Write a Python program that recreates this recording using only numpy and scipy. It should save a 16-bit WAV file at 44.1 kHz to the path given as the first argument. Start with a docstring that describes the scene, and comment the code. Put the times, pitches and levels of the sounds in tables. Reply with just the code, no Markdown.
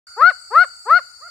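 """A rainforest at night: a tree frog calls three times close by, and a fainter call follows from farther off.
Each call is a stack of harmonics that slides up, swells on the second one, then drops and breaks up.
Noise that dies away stands in for the leaves and trees, which ring on after each call.
Crickets and other insects, made of narrow bands of noise, drone steadily over a faint low rumble."""
import sys
import numpy as np
from scipy import signal
from scipy.fft import rfft, irfft
from scipy.io import wavfile
from scipy.ndimage import uniform_filter1d, minimum_filter1d

SR = 44100
rng = np.random.default_rng(int(sys.argv[2]) if len(sys.argv) > 2 else 0)


def log_audio(samples):
    """Write samples as a 16-bit WAV file to the path given in sys.argv[1]."""
    # one column per channel
    frames = np.atleast_2d(samples).T
    # limit to full scale, then quantise
    limited = np.clip(frames, -1, 1)
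    pcm = np.round(limited * 32767).astype(np.int16)
    wavfile.write(sys.argv[1], SR, pcm)


N = 57330
HZ = np.fft.rfftfreq(N, 1 / SR)
TIME = np.arange(N) / SR


def amp(db):
    """Turns decibels into a gain."""
    return 10 ** (np.asarray(db) / 20)


def unit(x):
    """Scales a sound to an average (rms) level of 1."""
    return x / np.sqrt(np.mean(x ** 2) + 1e-20)


def read(points, hz):
    """Reads a table between its points, along a log-frequency axis."""
    point_hz, value = np.transpose(points)
    return np.interp(np.log(abs(hz) + 1), np.log(point_hz + 1), value)


def add(mix, start_s, sound):
    """Mixes a sound in at a time; whatever falls before time zero is left out."""
    at = round(start_s * SR)
    part = mix[:, max(at, 0):max(at + sound.shape[1], 0)]
    part += sound[:, max(-at, 0):][:, :part.shape[1]]


def noise(gain):
    """Random noise of rms 1, shaped by a gain for each frequency."""
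    return unit(irfft(rfft(rng.standard_normal(N)) * gain, N))


# colour of the night air and distant chorus: (frequency [Hz], relative level per Hz [dB])
AIR_COLOUR = [(20, -15.5), (50, -3), (75, 4), (110, -3), (220, -15), (400, -16.5), (700, -2), (1400, -14),
              (2200, -5), (3300, -31), (3900, -12.5), (4500, 5), (5100, -6), (5850, 1.5), (6200, -7.5),
              (6700, -5), (7600, -6.5), (8600, 3), (9200, -7.5), (10500, -9.5), (13000, -14), (15700, -22)]
# how alike left and right are: (frequency [Hz], likeness [0-1])
AIR_LIKENESS = [(60, 0.43), (200, 0.47), (1000, 0.12), (5000, 0.092)]
AIR_DB = -55


def air():
    """Low rumble and the blurred hiss of far insects: coloured noise, partly shared by the two sides."""
    colour = amp(read(AIR_COLOUR, HZ))
    same = np.clip(read(AIR_LIKENESS, HZ), -1, 1)
    left, other = rfft(rng.standard_normal((2, N)))
    right = same * left + np.sqrt(1 - same ** 2) * other
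    return amp(AIR_DB) * unit(irfft(colour * np.array([left, right]), N))


WING_HZ, WING_DEPTH = 182, .35  # wing strokes per second, and how deeply they pulse the sound


def insect(hz, width_hz, db, left_db):
    """A narrow wing resonance, pulsed by the wing strokes and scattered differently to each side."""
    resonance = 1 / (1 + ((HZ - hz) / (width_hz / 2)) ** 4) ** .5
    strokes = [1 + WING_DEPTH * np.cos(2 * np.pi * (WING_HZ * TIME + rng.random())) for _ in range(2)]
    sides = np.array([unit(noise(resonance) * stroke) for stroke in strokes])
    return sides * amp([[db + left_db / 2], [db - left_db / 2]])


# steady insects: (pitch [Hz], width [Hz], level [dB], left over right [dB])
STEADY_INSECTS = [(4373, 130, -57, 4.5), (4500, 37, -49, 7), (4664, 77, -54, 14.5),
                  (4717, 7.3, -52.5, -12.5), (4910, 26, -61, 9.5), (5290, 100, -66, -12),
                  (6650, 50, -64, 10), (7224, 240, -56.5, 7)]
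# bouts of the lower buzz: (start [s], length [s], level [dB])
LOW_BOUTS = [(0.272, 0.673, -57)]
# bouts of the higher buzz: (start [s], length [s], level [dB])
HIGH_BOUTS = [(0.023, 0.14, -63), (0.711, 0.17, -64), (1.062, 0.185, -66)]
LOW_BUZZ_HZ, HIGH_BUZZ_HZ, BUZZ_WIDTH_HZ = 8060, 8870, 200
BOUT_LEFT_DB, BOUT_FADE_S = 16.5, .04  # left over right; fade at each end


def insects():
    """The steady drone of wings, and higher buzzes that come and go on the left."""
    out = sum(insect(*row) for row in STEADY_INSECTS)
    for hz, bouts in (LOW_BUZZ_HZ, LOW_BOUTS), (HIGH_BUZZ_HZ, HIGH_BOUTS):
        for start_s, length_s, db in bouts:
            to_nearest_end = np.minimum(TIME - start_s, start_s + length_s - TIME)
            gate = np.clip(to_nearest_end / BOUT_FADE_S, 0, 1)
            out = out + insect(hz, BUZZ_WIDTH_HZ, db, BOUT_LEFT_DB) * gate
    return out


# colour of the scatter off nearby leaves: (frequency [Hz], relative level [dB])
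LEAVES_COLOUR = [(400, 15), (700, -0.5), (1300, -6), (2000, -10.5), (3000, -5), (5000, 7.5), (12000, -9)]
# decay among the trees: (frequency [Hz], time to fall by 60 dB [s])
FOREST_DECAY = [(400, .4), (1400, 1), (2200, 0.86), (5000, .3), (12000, 0.14)]
# colour of that decay: (frequency [Hz], relative level [dB])
FOREST_COLOUR = [(400, 13), (700, -3.5), (1100, -10), (1450, -2.5), (2200, 4), (4500, 19), (12000, 7.5)]
LEAVES_DB, LEAVES_DECAY_S = -18, .0053
ECHO_DB, ECHO_S, ECHO_SPREAD_S = -26.5, .039, .036
FOREST_DB = -31


def forest():
    """Quick scatter off nearby leaves, one cluster of echoes from the trunks, and a thin long tail."""
    leaves = np.array([noise(amp(read(LEAVES_COLOUR, HZ))) for _ in range(2)])
    leaves = leaves * np.exp(-TIME / LEAVES_DECAY_S)
    echo = rng.standard_normal((2, N)) * np.exp(-((TIME - ECHO_S) / ECHO_SPREAD_S) ** 2)
    # for the tail, each frequency of a noise dies away at its own rate
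    hz, t, bands = signal.stft(rng.standard_normal((2, N)), SR, nperseg=256)
    fall_db = 60 * t / read(FOREST_DECAY, hz)[:, None]
    bands = bands * amp(read(FOREST_COLOUR, hz)[:, None] - fall_db)
    tail = signal.istft(bands, SR, nperseg=256)[1][:, :N] / np.sqrt(SR * .06)
    early = amp(ECHO_DB) * unit(echo) + amp(LEAVES_DB) * unit(leaves)
    return amp(FOREST_DB) * tail + early / np.sqrt(N)


SQUEAK_HZ, SQUEAK_WIDTH_HZ, SQUEAK_DB = 12150, 450, -57
SQUEAK_AT_S, SQUEAK_S = .072, .014  # peak time within the call, and spread around it


def squeak(t):
    """A faint high whistle as the sac swells: a narrow band of noise in a short bump."""
    whistle = noise(1 / (1 + (2 * (HZ - SQUEAK_HZ) / SQUEAK_WIDTH_HZ) ** 2))[:len(t)]
    return amp(SQUEAK_DB) * whistle * np.exp(-((t - SQUEAK_AT_S) / SQUEAK_S) ** 2)


FLUTTER_HZ = 240  # top speed of the wobble


def flutter(length):
    """A slow random wobble, made of noise with the fast part taken out."""
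    return noise(1 / (1 + (HZ / FLUTTER_HZ) ** 4))[:length]


# slide shared by all calls, before each call's own stretch and pitch ratio: (time [s], pitch [Hz])
SLIDE = [(0, 360), (.02, 436), (.046, 536), (.061, 620), (.076, 664), (.108, 719), (.124, 738), (.132, 738),
         (.138, 700), (.15, 555), (.164, 495)]
# swell shared by all calls, stretched like the slide:
# (time [s], level [dB], vocal sac's lift of the 2nd harmonic [dB], roughness [0-1])
SWELL = [(0, -28, 4, .1), (.011, -10, 1, .1), (.02, -1, 0, .12), (.03, -2, 4.5, .12), (.041, 0, 9.5, .14),
         (.053, 0, 14.5, .3), (.062, 0, 20.5, .3), (.071, 0, 22, .07), (.086, 1, 21.5, .03),
         (.108, 0, 19, .02), (.122, .5, 19.5, .02), (.133, -1, 16, .04), (.141, -2, 6, .3),
         (.15, -9, 4, .4), (.164, -34, 2, .3)]
# strength of the harmonics at the vocal folds, first to last: level [dB]
HARMONICS_DB = [-26.5, -28, -31, -37, -51, -54, -66, -70]
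# resonances of the throat, strongest on the sixth harmonic at the top of the slide:
# (frequency [Hz], level [dB])
THROAT = [(370, -9.5), (490, -5), (1500, 2), (2050, 3.5), (2200, -0.5), (2500, -10.5), (2900, -4),
          (3200, -17.5), (3650, 3.5), (4000, 7), (4380, 24.5), (4700, 4), (5150, 21), (5900, -14)]
# the right side lies in the shade of the leaves: (frequency [Hz], level against the left [dB])
SHADE = [(400, 0), (750, -3), (1050, -6), (1300, -5.5), (1375, -6.5), (1425, -10), (1470, -9.5), (1700, -4),
         (2100, -11), (4000, -11.5), (4250, -7), (4450, -12)]
# breathy noise in the rough parts of a call: (frequency [Hz], relative level per Hz [dB])
RASP_COLOUR = [(100, -18), (300, -25.5), (900, -8), (2500, 9), (3200, -7.5), (4300, 3), (5300, -6),
               (6200, -25), (12000, -22.5), (16000, -26)]
RASP_DB = -23.5
RIGHT_LAG_S = .00001
JITTER, SHIMMER = .04, .38  # shares of pitch and of size that wobble where the call is rough
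UPPER_RISE_S, UPPER_START_DB = .069, -14.5  # for the fourth harmonic and up
LOW_CUT_HZ = 410


def call(length_s, ratio, fade_s, sac_share):
    """Harmonics of the vocal folds pass the throat and sac; they flutter as the call starts and collapses."""
    t = np.arange(0, length_s, 1 / SR)
    table_time = t / length_s * SLIDE[-1][0]  # stretches the tables to the length of this call

    def follow(when, value):
        """Reads a table along the call and rounds its corners."""
        return uniform_filter1d(np.interp(table_time, when, value), size=180)

    when, *columns = np.transpose(SWELL)
    level_db, sac_db, rough = (follow(when, column) for column in columns)
    hz = ratio * follow(*np.transpose(SLIDE))
    turns = np.cumsum(hz * (1 + JITTER * rough * flutter(len(t)))) / SR

    voice = np.zeros((2, len(t)))
    for k, fold_db in enumerate(HARMONICS_DB, 1):
        is_second = k == 2
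        size = amp(fold_db + read(THROAT, k * hz) + sac_share * sac_db * is_second)
        # the second harmonic wobbles half as much
        size = size * (1 + SHIMMER * rough * flutter(len(t)) / (1 + is_second))
        if k > 3:  # the upper harmonics come in later
            size = size * amp(UPPER_START_DB * np.maximum(1 - t / UPPER_RISE_S, 0))
        voice[0] += size * np.cos(2 * np.pi * k * turns)
        right_turns = turns - hz * RIGHT_LAG_S
        voice[1] += size * amp(read(SHADE, k * hz)) * np.cos(2 * np.pi * k * right_turns)

    rasp = np.array([noise(amp(read(RASP_COLOUR, HZ)))[:len(t)] for _ in range(2)])
    rasp = rasp * rough * amp(RASP_DB) * (hz / hz.max()) ** 3  # stronger at high pitch
    fade_in = np.minimum(t / fade_s, 1) ** 2
    envelope = amp(level_db) * fade_in * signal.windows.tukey(len(t), .04)
    low_cut = signal.butter(2, LOW_CUT_HZ, "highpass", fs=SR, output="sos")
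    return signal.sosfilt(low_cut, (np.sqrt(2) * voice + rasp + squeak(t)) * envelope)


# calls; the first ends before time zero, so only its ringing is left, and the last is the far one:
# (start [s], length [s], pitch ratio, fade-in [s], share of the sac's lift [0-1],
#  direct gain [dB], scattered gain [dB])
CALLS = [(-.175, .171, 1.02, .008, 1, 1, 3.5), (.159, .171, 1.012, .008, 1, 1, 1),
         (.499, .164, 1, .008, 1, 0, 0), (.849, .162, .992, .008, 1, -.5, -.5),
         (1.177, .125, .968, .055, .7, -29, -9)]


def frogs():
    """Each call arrives directly and by way of the leaves and trees."""
    out = np.zeros((2, N))
    for start_s, length_s, ratio, fade_s, sac_share, direct_db, scattered_db in CALLS:
        voice = call(length_s, ratio, fade_s, sac_share)
        scattered = signal.fftconvolve(voice[:1], forest(), axes=1)
        add(out, start_s, voice * amp(direct_db))
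        add(out, start_s, scattered * amp(scattered_db))
    return out


def scene():
    """Frogs, insects and night air together."""
    return frogs() + insects() + air()


START_S, EDGE_HZ = .068, 15750  # end of the opening silence; top of the band
CEILING, LIMITER_S = .97, .008  # limiter's peak level and smoothing time


def record(dry):
    """The sound opens after a moment of silence; a limiter holds the loudest peaks; then the top is cut."""
    opened = dry * np.clip((TIME - START_S) / .003, 0, 1)
    room = CEILING / np.maximum(abs(opened).max(0), CEILING)
    span = round(LIMITER_S * SR)
    limited = opened * uniform_filter1d(minimum_filter1d(room, span), span)
    top_cut = signal.firwin(511, EDGE_HZ, window=("kaiser", 9), fs=SR)
    return signal.oaconvolve(limited, top_cut[None], "same")


dry = scene()
out = record(dry)
log_audio(out)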